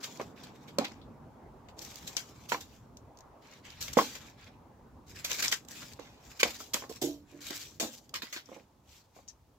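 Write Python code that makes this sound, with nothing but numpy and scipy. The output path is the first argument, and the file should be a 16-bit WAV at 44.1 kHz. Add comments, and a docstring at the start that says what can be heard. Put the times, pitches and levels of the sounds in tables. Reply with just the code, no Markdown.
"""Outdoors, close to the microphone, a gloved hand leafs through paper seed packets in a plastic box.
First packets slide from the stack with a friction hiss, edges snap free and seeds rattle inside; some
drop on the open lid and set it ringing, hardest at 4 s. Just after 5 s comes a flurry of rustling, then
a run of mostly lighter drops. From 7 s a few bumps make the box boom, and by 9.5 s the handling has
died away. Distant air rumbles below throughout."""
import sys
import numpy as np
from scipy import signal
from scipy.fft import rfft, irfft, next_fast_len
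from scipy.io import wavfile
from scipy.ndimage import uniform_filter1d, map_coordinates

SR = 44100
rng = np.random.default_rng(int(sys.argv[2]) if len(sys.argv) > 2 else 0)


def master(y):
    """Save y as 16-bit WAV."""
    cut = np.clip(np.atleast_2d(y).T, -1, 1)
    pcm = np.round(cut * 32767)  # scale
    wavfile.write(sys.argv[1], SR, pcm.astype(np.int16))


N = 422478

# Spectra of crisp paper, a hollow packet and bending card. Each row: frequency in Hz, gain in dB.
PAPER_SPECTRUM = [(100, -45.5), (400, -8.5), (1000, -16), (2000, -9.5), (3200, -1), (6000, 2.5), (7500, 2),
                  (8700, -13), (11000, -11), (14300, -4.5), (16000, -15)]
POUCH_SPECTRUM = [(80, -38.5), (180, -13.5), (300, -3.5), (550, 5.5), (750, -4.5), (1100, 6), (1500, -1.5),
                  (2400, 12), (4000, -9), (9000, -61)]
CARD_SPECTRUM = [(60, -43.5), (150, -25.5), (260, -13), (600, -13), (1100, -8.5), (1600, 1), (2400, -6),
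                 (3500, 0), (6000, -8), (9000, -30.5)]


def sliding():
    """Sliding friction: paper catches unevenly on paper; pressing brings out the packet's hollow."""
    # Each row: start, length and rise in seconds, relative friction level in dB, hollow offset in dB.
    strokes = [(0.0, 0.22, 0.0067, -70, -6), (0.356, 0.099, 0.028, -79.5, 5.5),
               (0.534, 0.27, 0.024, -87, -3.5), (1.763, 0.37, 0.057, -66.5, -10),
               (2.214, 0.54, 0.035, -78.5, -9.5), (3.402, 0.16, .06, -81, 3), (3.622, 0.65, 0.032, -76, 1),
               (3.95, 0.19, .01, -68, -16), (4.37, 0.086, .03, -82.5, 6.5), (5.059, 0.056, 0.038, -72, -10),
               (5.143, 0.12, .02, -68.5, -5.5), (5.273, 0.23, .02, -58, -10),
               (5.671, 0.23, 0.042, -67.5, -8.5), (6.195, 0.24, 0.036, -76, -8),
               (6.438, 0.11, .01, -62, -8), (6.918, 0.019, .01, -66, -14), (7.261, 0.24, 0.034, -81.5, -2),
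               (7.405, 0.23, 0.037, -59, -15), (7.904, 0.034, 0.022, -64.5, -23),
               (8.262, 0.057, .04, -72.5, -9), (8.438, 0.13, .03, -80.5, -1.5),
               (8.832, 0.13, 0.13, -71, -12), (9.121, 0.064, .04, -82, -8.5)]
    t, friction, body = np.arange(N) / SR, np.zeros(N), np.zeros(N)
    for start, length, rise, db, hollow_db in strokes:
        age = t - start
        held = np.clip(age / rise, 0, 1) * amp(db)
        stroke = held * fade(np.maximum(age - length, 0), t60=0.34)  # coasts to rest
        friction += stroke
        body += amp(hollow_db) * stroke
    surface = friction * crinkles() * grains(PAPER_SPECTRUM, per_s=320, scatter_db=3.5, hiss=1.7)
    pouch = grains(POUCH_SPECTRUM, per_s=590, scatter_db=6, hiss=0.63)
    card = grains(CARD_SPECTRUM, per_s=580, scatter_db=3.5, hiss=3.6)
    scrape = amp(13) * surface + body * (5.65 * pouch + 6.1 * card)
    return patchy(scrape, depth_db=2.5) * amp(2.7 * wobble(55))


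def crinkles(per_s=70, scatter_db=3):
    """Buckling: creases give way at random moments, each a short surge in the friction's gain."""
    t = np.arange(SR // 20) / SR
    surges = (rng.random(N) < per_s / SR) * amp(-16.5 + scatter_db * bounded_normal(N))
    return 1 + signal.fftconvolve(surges, fade(t, t60=0.025))[:N]


def rustles(bend_s=0.039):
    """Granular impact: a jerk throws seeds against paper, whose resonances shift as the packet bends."""
    # Each row: start in seconds, level in dB, rise and t60 in seconds, relative body level in dB,
    # left minus right in dB.
    jerks = [(0.025, -36, 0.018, 0.096, 0, 1), (0.436, -46, 0.0017, 0.071, 0, -1),
             (0.674, -49.5, 0.012, 0.12, 8, 0), (0.784, -43, 0.0017, 0.45, 10, 2),
             (0.84, -38.5, 0.011, 0.1, 27, -3), (1.685, -53.5, 0.0018, 0.093, 9, 0),
             (1.783, -48, 0.0045, 0.071, -7, -2), (1.812, -43.5, 0.0089, 0.11, -13, 0),
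             (2.071, -36.5, 0.0069, 0.07, -68, 0), (2.166, -32, 0.0024, 0.16, 0.5, 1),
             (2.486, -40, 0.009, 0.27, -9, -5.5), (2.518, -34, 0.0022, 0.17, 3, 5.5),
             (2.605, -44.5, 0.0032, 0.13, -3.5, 2), (3.803, -37.5, 0.01, 0.37, -6, -0.5),
             (3.877, -41.5, 0.006, 0.059, 2.5, 6), (3.927, -35.5, 0.0091, 0.022, -21.5, 1),
             (3.967, -30.5, 0.014, 0.37, -4, -1.5), (4.148, -42, .006, 0.095, 1, 4),
             (5.243, -28, 0.0049, 0.084, -4, -2.5), (5.291, -33.5, 0.024, 0.1, 11, -4.5),
             (5.37, -33, 0.036, 0.056, 0, -0.5), (5.422, -27, 0.0042, 0.12, -0.5, -1.5),
             (5.438, -33, 0.0065, 0.19, 3, -2), (5.512, -25.5, 0.016, 0.1, 1, 3.5),
             (5.808, -44.5, 0.019, 0.097, 11, 0), (5.992, -55, 0.0031, 1, 7, -0.5),
             (6.391, -28.5, 0.02, 0.041, 2, -2), (6.432, -29, .002, 0.12, 1, 6.5),
             (6.586, -44, 0.017, 0.34, -14, 1), (6.734, -33, 0.0013, 0.28, -7, -3),
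             (6.892, -46, 0.0045, 0.18, -22, -4), (7.014, -32, 0.0056, 0.28, -39, -2),
             (7.501, -42, 0.0023, 0.36, 20, 2), (7.798, -28, 0.0019, 0.25, -5, 1),
             (8.137, -33.5, 0.023, 0.12, 7, -1), (8.22, -38, 0.0014, 0.2, 8, -2),
             (8.325, -36.5, 0.0025, 0.19, 0.5, 0), (8.356, -39.5, 0.013, 0.12, 10, 2),
             (9.28, -59.5, 0.024, 0.077, -5.5, 7)]
    out, t = np.zeros((2, N)), np.arange(SR // 3) / SR
    surface = grains(PAPER_SPECTRUM, per_s=5000, scatter_db=2.5, hiss=1.1)
    pouch = grains(POUCH_SPECTRUM, per_s=1800, scatter_db=3, hiss=0.8)
    card = grains(CARD_SPECTRUM, per_s=1200, scatter_db=3, hiss=0.7)
    hollow = 1.24 * pouch + 2 * card
    crossfades = [np.maximum(1 - abs(t / bend_s - k), 0) for k in range(int(t[-1] / bend_s) + 2)]
    for start, db, rise, t60, body_db, pan_db in jerks:
        here = slice(round(start * SR), round(start * SR) + len(t))
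        seeds = surface[:, here] + amp(body_db - 9.5) * hollow[:, here]
        seeds = np.pad(seeds, ((0, 0), (0, len(t) - seeds.shape[1])))
        shower = sum(weight * creased(seeds, depth_db=4.5, spacing_hz=196.3) for weight in crossfades)
        swell = np.minimum(t / rise, 1) * fade(np.maximum(t - rise, 0), t60)
        add(out, start, amp(db) * unit(shower) * swell, pan_db)
    return out


def landings():
    """Impact excitation: a packet slaps, thumps and settles as the lid rings; soft contact is duller."""
    # Each row: start in seconds, attack level in dB, contact cutoff in Hz, relative lid ring in dB,
    # packet pitch in Hz, thump over slap in dB, left minus right in dB.
    impacts = [(0.198, -34.5, 1340, 6, 610, -3, 1), (0.212, -36.5, 1090, -10, 450, -3, -3),
               (0.7843, -24.5, 980, -7, 575, 2, -2.5), (0.789, -28.5, 600, -13, 256, 0, -4),
               (0.811, -32.5, 1090, 16, 493, 7, -0.5), (0.917, -48.5, 1910, -9, 243, 10, -2),
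               (2.5194, -26, 1600, -2, 950, 2.5, -2.5), (2.5450, -31, 1426, -3, 1016, 5, -4),
               (3.970, -16.5, 690, -8.5, 464, -1.5, -1), (3.9875, -19, 1107, -14, 1083, 1.5, 4),
               (3.995, -25.5, 1140, 1.5, 497, -16, -1), (4.014, -32, 900, -15, 483, -4, 2.5),
               (5.991, -43, 830, -2, 533, -1, -7), (6.012, -56, 830, -5, 523, -1, 9),
               (6.4301, -20, 4600, -10, 2260, 2, -1), (6.4312, -31.5, 1130, -3, 520, 1, -7),
               (6.452, -34, 1100, 10, 577, -1, 0), (6.604, -46, 1500, 11, 1340, 11, -3),
               (6.744, -34, 1720, -1.5, 237, -6, -4), (6.765, -41.5, 1860, -2, 985, 4, 7),
               (6.821, -44, 1480, 8, 1030, 2, -2), (6.838, -45, 1300, -4, 553, -11, 2),
               (6.896, -41, 770, 6, 427, 8, -3), (6.912, -42, 600, -5, 463, 2, -2),
               (7.018, -40.5, 690, -19, 740, -3, -10), (7.507, -42, 1010, 3, 364, 7, -2),
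               (7.800, -42, 905, 17, 510, -7, -6), (7.812, -38, 930, 5, 700, 6, -2.5),
               (7.828, -36, 840, 12, 475, -3, -4), (7.846, -43.5, 815, 18, 310, -2, 5),
               (8.139, -43, 1800, -8, 1240, 20, 1), (8.232, -46.5, 800, -1, 246, 7, -3),
               (8.363, -50.5, 700, 4, 340, 14, -5), (8.489, -50.5, 810, 4, 260, -4, -5),
               (8.517, -45.5, 810, 9, 550, -2.5, -2), (8.564, -48.5, 806, 12, 262, -10, -5),
               (9.164, -54, 954, 5, 750, -4, 0), (9.188, -54, 960, 7, 764, 3, 6)]
    # Modes of the lid. Each row: frequency in Hz, relative level in dB, t60 in seconds.
    lid_modes = [(237.5, -1.5, 0.44), (284, 7, 0.18), (336, -3, 0.076), (477.2, 2.5, 0.11),
                 (522, 2.5, 0.23), (570, -0.5, 0.15), (688, 8, 0.1), (810, 4.5, 0.18), (980, -7, 0.069),
                 (1075, 6.5, 0.11), (1286, -3.5, 0.23), (1841, -18, .1), (2290, -6.5, .09), (2520, -5, .09)]
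    # Flat paper striking plastic. Each row: frequency in Hz, gain in dB.
    slap_spectrum = [(60, -40.5), (150, -27.5), (260, -4), (480, 2), (750, -7), (1100, 2.5), (1500, -2),
                     (2200, 5.5), (3500, 1), (7000, -16.5), (16000, -20.5)]
    out, t = np.zeros((2, N)), np.arange(SR // 4) / SR
    click = impulse(slap_spectrum)
    slap = np.pad(click / np.linalg.norm(click), (0, len(t) - len(click)))
    slap += 0.5 * np.interp(t - 0.0018, t, slap, left=0)  # the far edge follows the near one
    radiation = signal.butter(3, 195, "highpass", fs=SR, output="sos")  # a small lid has no deep bass
    for start, db, cutoff_hz, ring_db, packet_hz, thump_db, pan_db in impacts:
        settling = amp(-14) * fade(t, t60=0.043) + amp(ring_db - 33) * fade(t, t60=0.17)
        clatter = settling * creased(noise(slap_spectrum, len(t)), depth_db=-1, spacing_hz=93)
        thump = np.sin(2 * np.pi * packet_hz * t) * fade(t, t60=0.035)
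        lid = amp(ring_db - 40.5) * ring(lid_modes, t, scatter_db=1.5, detune=0.04, blur_hz=35)
        contact = slap + amp(thump_db) * thump / np.linalg.norm(thump) + clatter + lid
        softness = signal.butter(3, cutoff_hz, fs=SR)
        blow = signal.lfilter(*softness, signal.sosfilt(radiation, contact))
        attack_rms = np.sqrt(np.mean(blow[:, :SR // 100] ** 2))
        add(out, start, amp(db) * blow / attack_rms, pan_db)
    return out


def flicks():
    """Elastic release: a bent edge lets go with a short, bright snap at its own resonance."""
    # Each row: start in seconds, relative level in dB, edge pitch in Hz, left minus right in dB.
    releases = [(0.042, -41.5, 5400, -4), (0.785, -27.5, 3800, 0.5), (0.846, -46, 4180, 8),
                (0.8503, -41, 3500, 6), (0.882, -54, 3500, 6), (0.919, -60, 4000, 9), (1.791, -42, 4800, 1),
                (1.848, -43, 4000, -1), (1.957, -45, 7100, -13), (2.1667, -29.5, 5900, 4.5),
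                (2.498, -42, 3350, -5), (2.61, -47, 5000, -3), (3.471, -60, 5000, 4),
                (3.825, -34.5, 5200, 1.5), (4.298, -60, 6500, -14), (4.411, -63, 6483, -7),
                (4.443, -63, 6400, -16), (5.2461, -37.5, 6200, -11), (5.3148, -30.5, 2600, 2),
                (5.423, -35, 6040, 2), (5.447, -31.5, 4500, 7), (5.481, -36, 5500, 9),
                (5.516, -32, 4970, -5), (5.524, -24.5, 3630, -5), (5.685, -43.5, 6500, -6),
                (5.934, -49, 4000, 4), (6.401, -34.5, 5200, 3), (6.4308, -24, 3000, 4),
                (6.7367, -33, 6200, -13), (6.742, -24.5, 6000, -1), (7.406, -57, 4970, -2),
                (7.506, -41, 7000, -14), (7.635, -46, 7000, -1), (7.8, -53, 5500, -10),
                (8.093, -53, 4950, -4), (8.141, -35, 3100, -4), (8.222, -52, 3520, 5),
                (9.278, -54, 6030, 0)]
    out, t = np.zeros((2, N)), np.arange(SR // 8) / SR
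    envelope = onset(t, rise_s=0.0007) * fade(t, t60=0.015)
    for start, db, edge_hz, pan_db in releases:
        paper = creased(noise(PAPER_SPECTRUM, len(t)), depth_db=-4.5, spacing_hz=413)
        snap = unit(filtered(paper, lambda hz: amp(6 * peak(hz, edge_hz, half_width_hz=1700))))
        add(out, start, amp(db + 10.5) * snap * envelope, pan_db)
    return out


def bumps():
    """Beating modes: the glove nudges the box, whose wall rings low and unevenly."""
    # Each row: start in seconds, relative level in dB, rise of the push in seconds.
    nudges = [(7.018, -34, 0.0039), (7.034, -34.5, .002), (7.070, -38.5, .002), (7.321, -44.5, 0.034),
              (7.503, -54, 0.0036)]
    # Modes of the wall. Each row: frequency in Hz, relative level in dB, t60 in seconds.
    wall_modes = [(145, -7, 0.19), (290, 1.5, 0.52), (332, 4.5, 0.16), (359.3, 3, 0.18), (399, -17, .12),
                  (458, -3.5, 0.26), (589, -3, 0.22), (650, -11, 0.29), (706, -12, 0.16),
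                  (810, -12.5, 0.11)]
    out, t = np.zeros((2, N)), np.arange(SR // 2) / SR
    for start, db, push_s in nudges:
        wall = ring(wall_modes, t, scatter_db=1, detune=0.005, blur_hz=0.3)
        chafe = amp(2 * wobble(110)[:len(t)])
        add(out, start, amp(db) * wall * chafe * onset(t, push_s), pan_db=-2)
    return out


def ticks():
    """Buckling: single creases give way with a dry tick while a packet is held or turned."""
    # Each row: start in seconds, relative level in dB, crease pitch in Hz.
    creases = [(0.1212, -50, 5500), (0.158, -47, 6000), (0.172, -36, 5500), (0.214, -35, 4930),
               (0.260, -52, 9000), (0.382, -48, 2500), (0.434, -38, 5000), (0.470, -44, 2500),
               (0.559, -50, 3000), (0.633, -55, 4000), (0.689, -64, 4000), (2.622, -40, 5000),
               (2.97, -35.5, 5900), (3.172, -45, 6000), (3.187, -42, 6000), (3.206, -41, 5960),
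               (3.513, -45, 6000), (3.536, -43, 6000), (3.7027, -35, 4000), (3.786, -52, 6000),
               (5.59, -75, 9000), (5.649, -43, 8200), (5.995, -40, 7040), (8.893, -48, 6000),
               (8.917, -49, 6000)]
    out, t = np.zeros((2, N)), np.arange(SR // 16) / SR
    envelope = onset(t, rise_s=0.0014) * fade(t, t60=0.014)
    for start, db, crease_hz in creases:
        paper = noise(PAPER_SPECTRUM, len(t))
        crack = unit(filtered(paper, lambda hz: amp(9 * peak(hz, crease_hz, half_width_hz=1500))))
        add(out, start, amp(db) * crack * envelope, pan_db=-3)
    return out


def squeaks():
    """Stick-slip: a quick scrape excites one narrow resonance of a glossy edge."""
    # Each row: start in seconds, level in dB, resonance in Hz, t60 in seconds.
    scrapes = [(1.014, -58, 3780, 0.12), (5.481, -17.5, 5440, 0.0088), (8.458, -51.5, 5670, 0.028),
               (9.284, -41, 6050, 0.071)]
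    out, t = np.zeros((2, N)), np.arange(SR // 8) / SR
    for start, db, edge_hz, t60 in scrapes:
        slips = rng.standard_normal((2, len(t)))
        squeak = unit(filtered(slips, lambda hz: peak(hz, edge_hz, half_width_hz=600)))
        add(out, start, amp(db) * squeak * fade(t, t60), pan_db=2)
    return out


def reflections(x):
    """Scattering: things too small to return bass give a brief tail that changes as the hand moves."""
    t, step = np.arange(SR // 4) / SR, SR // 12
    out = np.zeros((2, N + SR))
    for start in range(0, N, step):
        scatter = noise([(150, -18), (300, -10), (900, 0), (16000, 0)], len(t))
        tail = scatter * fade(t, t60=0.12) * (t > 0.002)
        echo = signal.fftconvolve(x[:, start:start + step], tail / np.linalg.norm(tail[0]), axes=1)
        out[:, start:start + echo.shape[1]] += echo
    return out[:, :N]


def distant_air():
    """Ambient noise: a deep rumble, a low rush and a wash drift separately over a faint even hiss."""
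    # Each row: frequency in Hz, gain in dB.
    air_spectrum = [(25, -24), (40, -9), (55, -1), (130, -1), (190, -6), (240, -3), (350, -10), (650, -14),
                    (950, -13), (1400, -23), (2200, -34), (4000, -46), (8000, -58), (16000, -60)]
    # Each row: time in seconds, then relative levels of rumble, rush and wash in dB.
    band_levels = [(0.0, -73, -57, -56), (0.5, -64, -55, -57.5), (0.95, -62, -53.5, -60),
                   (1.5, -58.5, -60, -58), (2.05, -62, -59.5, -57.5), (2.83, -59.5, -62.5, -63.5),
                   (3.2, -62, -67.5, -59), (3.89, -63, -60, -65), (4.6, -64.5, -62.5, -61),
                   (5.25, -59.5, -61.5, -64), (5.8, -65.5, -59, -63), (6.4, -64.5, -68, -61.5),
                   (7.409, -64.5, -64, -68), (8.4, -67.5, -68, -69), (9.58, -71, -74.5, -73)]
    times, *levels = np.transpose(band_levels)
    rumble_db, rush_db, wash_db = (np.interp(np.arange(N) / SR, times, db) for db in levels)
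    air = patchy(noise(air_spectrum, N), depth_db=2)
    deep = lambda hz: 1 / (1 + (hz / 115) ** 6)
    low = lambda hz: 1 / (1 + (hz / 350) ** 4)
    rumble = unit(filtered(air, deep)) * amp(rumble_db - 0.5 + 2.7 * wobble(3.8))
    rush = unit(filtered(air, lambda hz: low(hz) - deep(hz))) * amp(rush_db - 0.5 + 0.6 * wobble(5.5))
    wash = unit(filtered(air, lambda hz: 1 - low(hz))) * amp(wash_db)
    hiss = amp(-75) * noise([(300, 0), (7000, -3), (9000, -10), (15000, -7)], N)
    return rumble + rush + wash + hiss


def ring(modes, t, scatter_db, detune, blur_hz):
    """Damped modes, struck at random strengths; the load on the plastic shifts and blurs each pitch."""
    out = np.zeros(len(t))
    for hz, db, t60 in modes:
        drift = np.cumsum(rng.standard_normal(len(t))) * np.sqrt(2 * np.pi * blur_hz / SR)
        phase = 2 * np.pi * hz * (1 + detune * rng.uniform(-1, 1)) * t + drift
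        out += amp(db + scatter_db * rng.standard_normal()) * fade(t, t60) * np.sin(phase)
    return out


def grains(spectrum, per_s, scatter_db, hiss):
    """Shot noise: tiny ticks of uneven size over a smooth hiss."""
    sizes = (rng.random(N) < per_s / SR) * amp(scatter_db * bounded_normal(N))
    crackle = unit(sizes * rng.standard_normal((2, N)))
    return spread(crackle + hiss * rng.standard_normal((2, N)), spectrum)


def creased(x, depth_db, spacing_hz):
    """Irregular resonance: every bend of a packet has its own peaks and dips."""
    knots_db = depth_db * bounded_normal(400)
    return filtered(x, lambda hz: unit(amp(np.interp(hz / spacing_hz, np.arange(400), knots_db))))


def patchy(x, depth_db):
    """Spectral modulation gives noise broad, shifting patches of colour."""
    spectra = signal.stft(x, nperseg=1024)[2]
    field = uniform_filter1d(rng.standard_normal(spectra.shape[1:]), size=11, axis=0)
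    field = uniform_filter1d(field, size=5, axis=1)
    return signal.istft(spectra * amp(depth_db * unit(field)), nperseg=1024)[1][:, :N]


def impulse(spectrum, size=2048):
    """The minimum-phase click that has this spectrum."""
    cepstrum = irfft(np.log(amp(along(spectrum, np.fft.rfftfreq(size, 1 / SR)))))
    cepstrum[1:size // 2] *= 2
    cepstrum[size // 2 + 1:] = 0
    return irfft(np.exp(rfft(cepstrum)))


def spread(pair, spectrum):
    """Coherence: two unrelated signals are coloured and made alike in the bass; rms 1."""
    # Each row: frequency in Hz, left-right correlation.
    coherence = [(100, 0.94), (300, 0.92), (700, 0.6), (1400, 0.4), (3000, 0.35), (7000, 0.2)]

    def response(hz):
        angle = np.arccos(along(coherence, hz)) / 2
        return amp(along(spectrum, hz)) * [np.cos(angle), np.sin(angle)]
    mid, side = filtered(pair, response)
    return unit(np.array([mid + side, mid - side]))


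def noise(spectrum, n):
    """Stereo noise coloured by (Hz, dB) points."""
    return spread(rng.standard_normal((2, n)), spectrum)


def add(out, start_s, sound, pan_db):
    """Path difference: a sound mixed into out reaches the left port later, by its place in the box."""
    lag_s = abs(0.00012 + 0.00007 * rng.uniform(-1.5, 1))
    panned = sound * amp([[pan_db / 2], [-pan_db / 2]])
    for port, part, delay in zip(out, panned, (lag_s, 0)):
        start = round((start_s + delay) * SR)
        port[start:start + len(part)] += part[:N - start]


def filtered(x, response):
    """x through a frequency response."""
    n = x.shape[-1]
    size = next_fast_len(n + 4096)
    return irfft(rfft(x, size) * response(np.fft.rfftfreq(size, 1 / SR)), size)[..., :n]


def peak(hz, centre_hz, half_width_hz):
    """A resonance curve of height 1."""
    return 1 / (1 + ((hz - centre_hz) / half_width_hz) ** 2)


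def along(points, hz):
    """Interpolates (Hz, value) points on a log axis."""
    knots_hz, values = np.transpose(points)
    return np.interp(np.log(hz + 1), np.log(knots_hz + 1), values)


def wobble(rate):
    """A smooth random curve, rate knots a second."""
    return map_coordinates(rng.standard_normal(int(N * rate / SR) + 4), [np.arange(N) * rate / SR])


def bounded_normal(n):
    """Gaussian draws clipped at two deviations."""
    return np.clip(rng.standard_normal(n), -2, 2)


def onset(t, rise_s):
    """Exponential approach to 1."""
    return 1 - np.exp(-t / rise_s)


def fade(t, t60):
    """Exponential decay, 60 dB in t60 seconds."""
    return np.exp(-np.log(1000) * t / t60)


def amp(db):
    """Decibels to gain."""
    return 10 ** (np.asarray(db) / 20)


def unit(x):
    """x at rms 1."""
    return x / np.sqrt(np.mean(x ** 2) + 1e-20)


def scene():
    """Superposition of the handling, its reflections and the open air."""
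    handling = sliding() + rustles() + flicks() + ticks() + squeaks() + landings() + bumps()
    return handling + amp(-11) * reflections(handling) + distant_air()


def record(dry):
    """Frequency response: the two microphone ports colour the sound differently, up to a band limit."""
    # Each row: frequency in Hz, left minus right in dB.
    port_balance = [(100, 0.5), (380, -3), (1200, 1), (2400, -1.5), (4400, 1), (7800, 8), (10000, -2),
                    (12500, -13), (15000, -21.5)]
    top_hz = 15800

    def ports(hz):
        gains = amp(np.outer([0.5, -0.5], along(port_balance, hz)))
        return gains / np.sqrt(np.mean(gains ** 2, axis=0))
    return filtered(filtered(dry, ports), lambda hz: 1 / np.sqrt(1 + (hz / top_hz) ** 160))


dry = scene()
out = record(dry)
master(out)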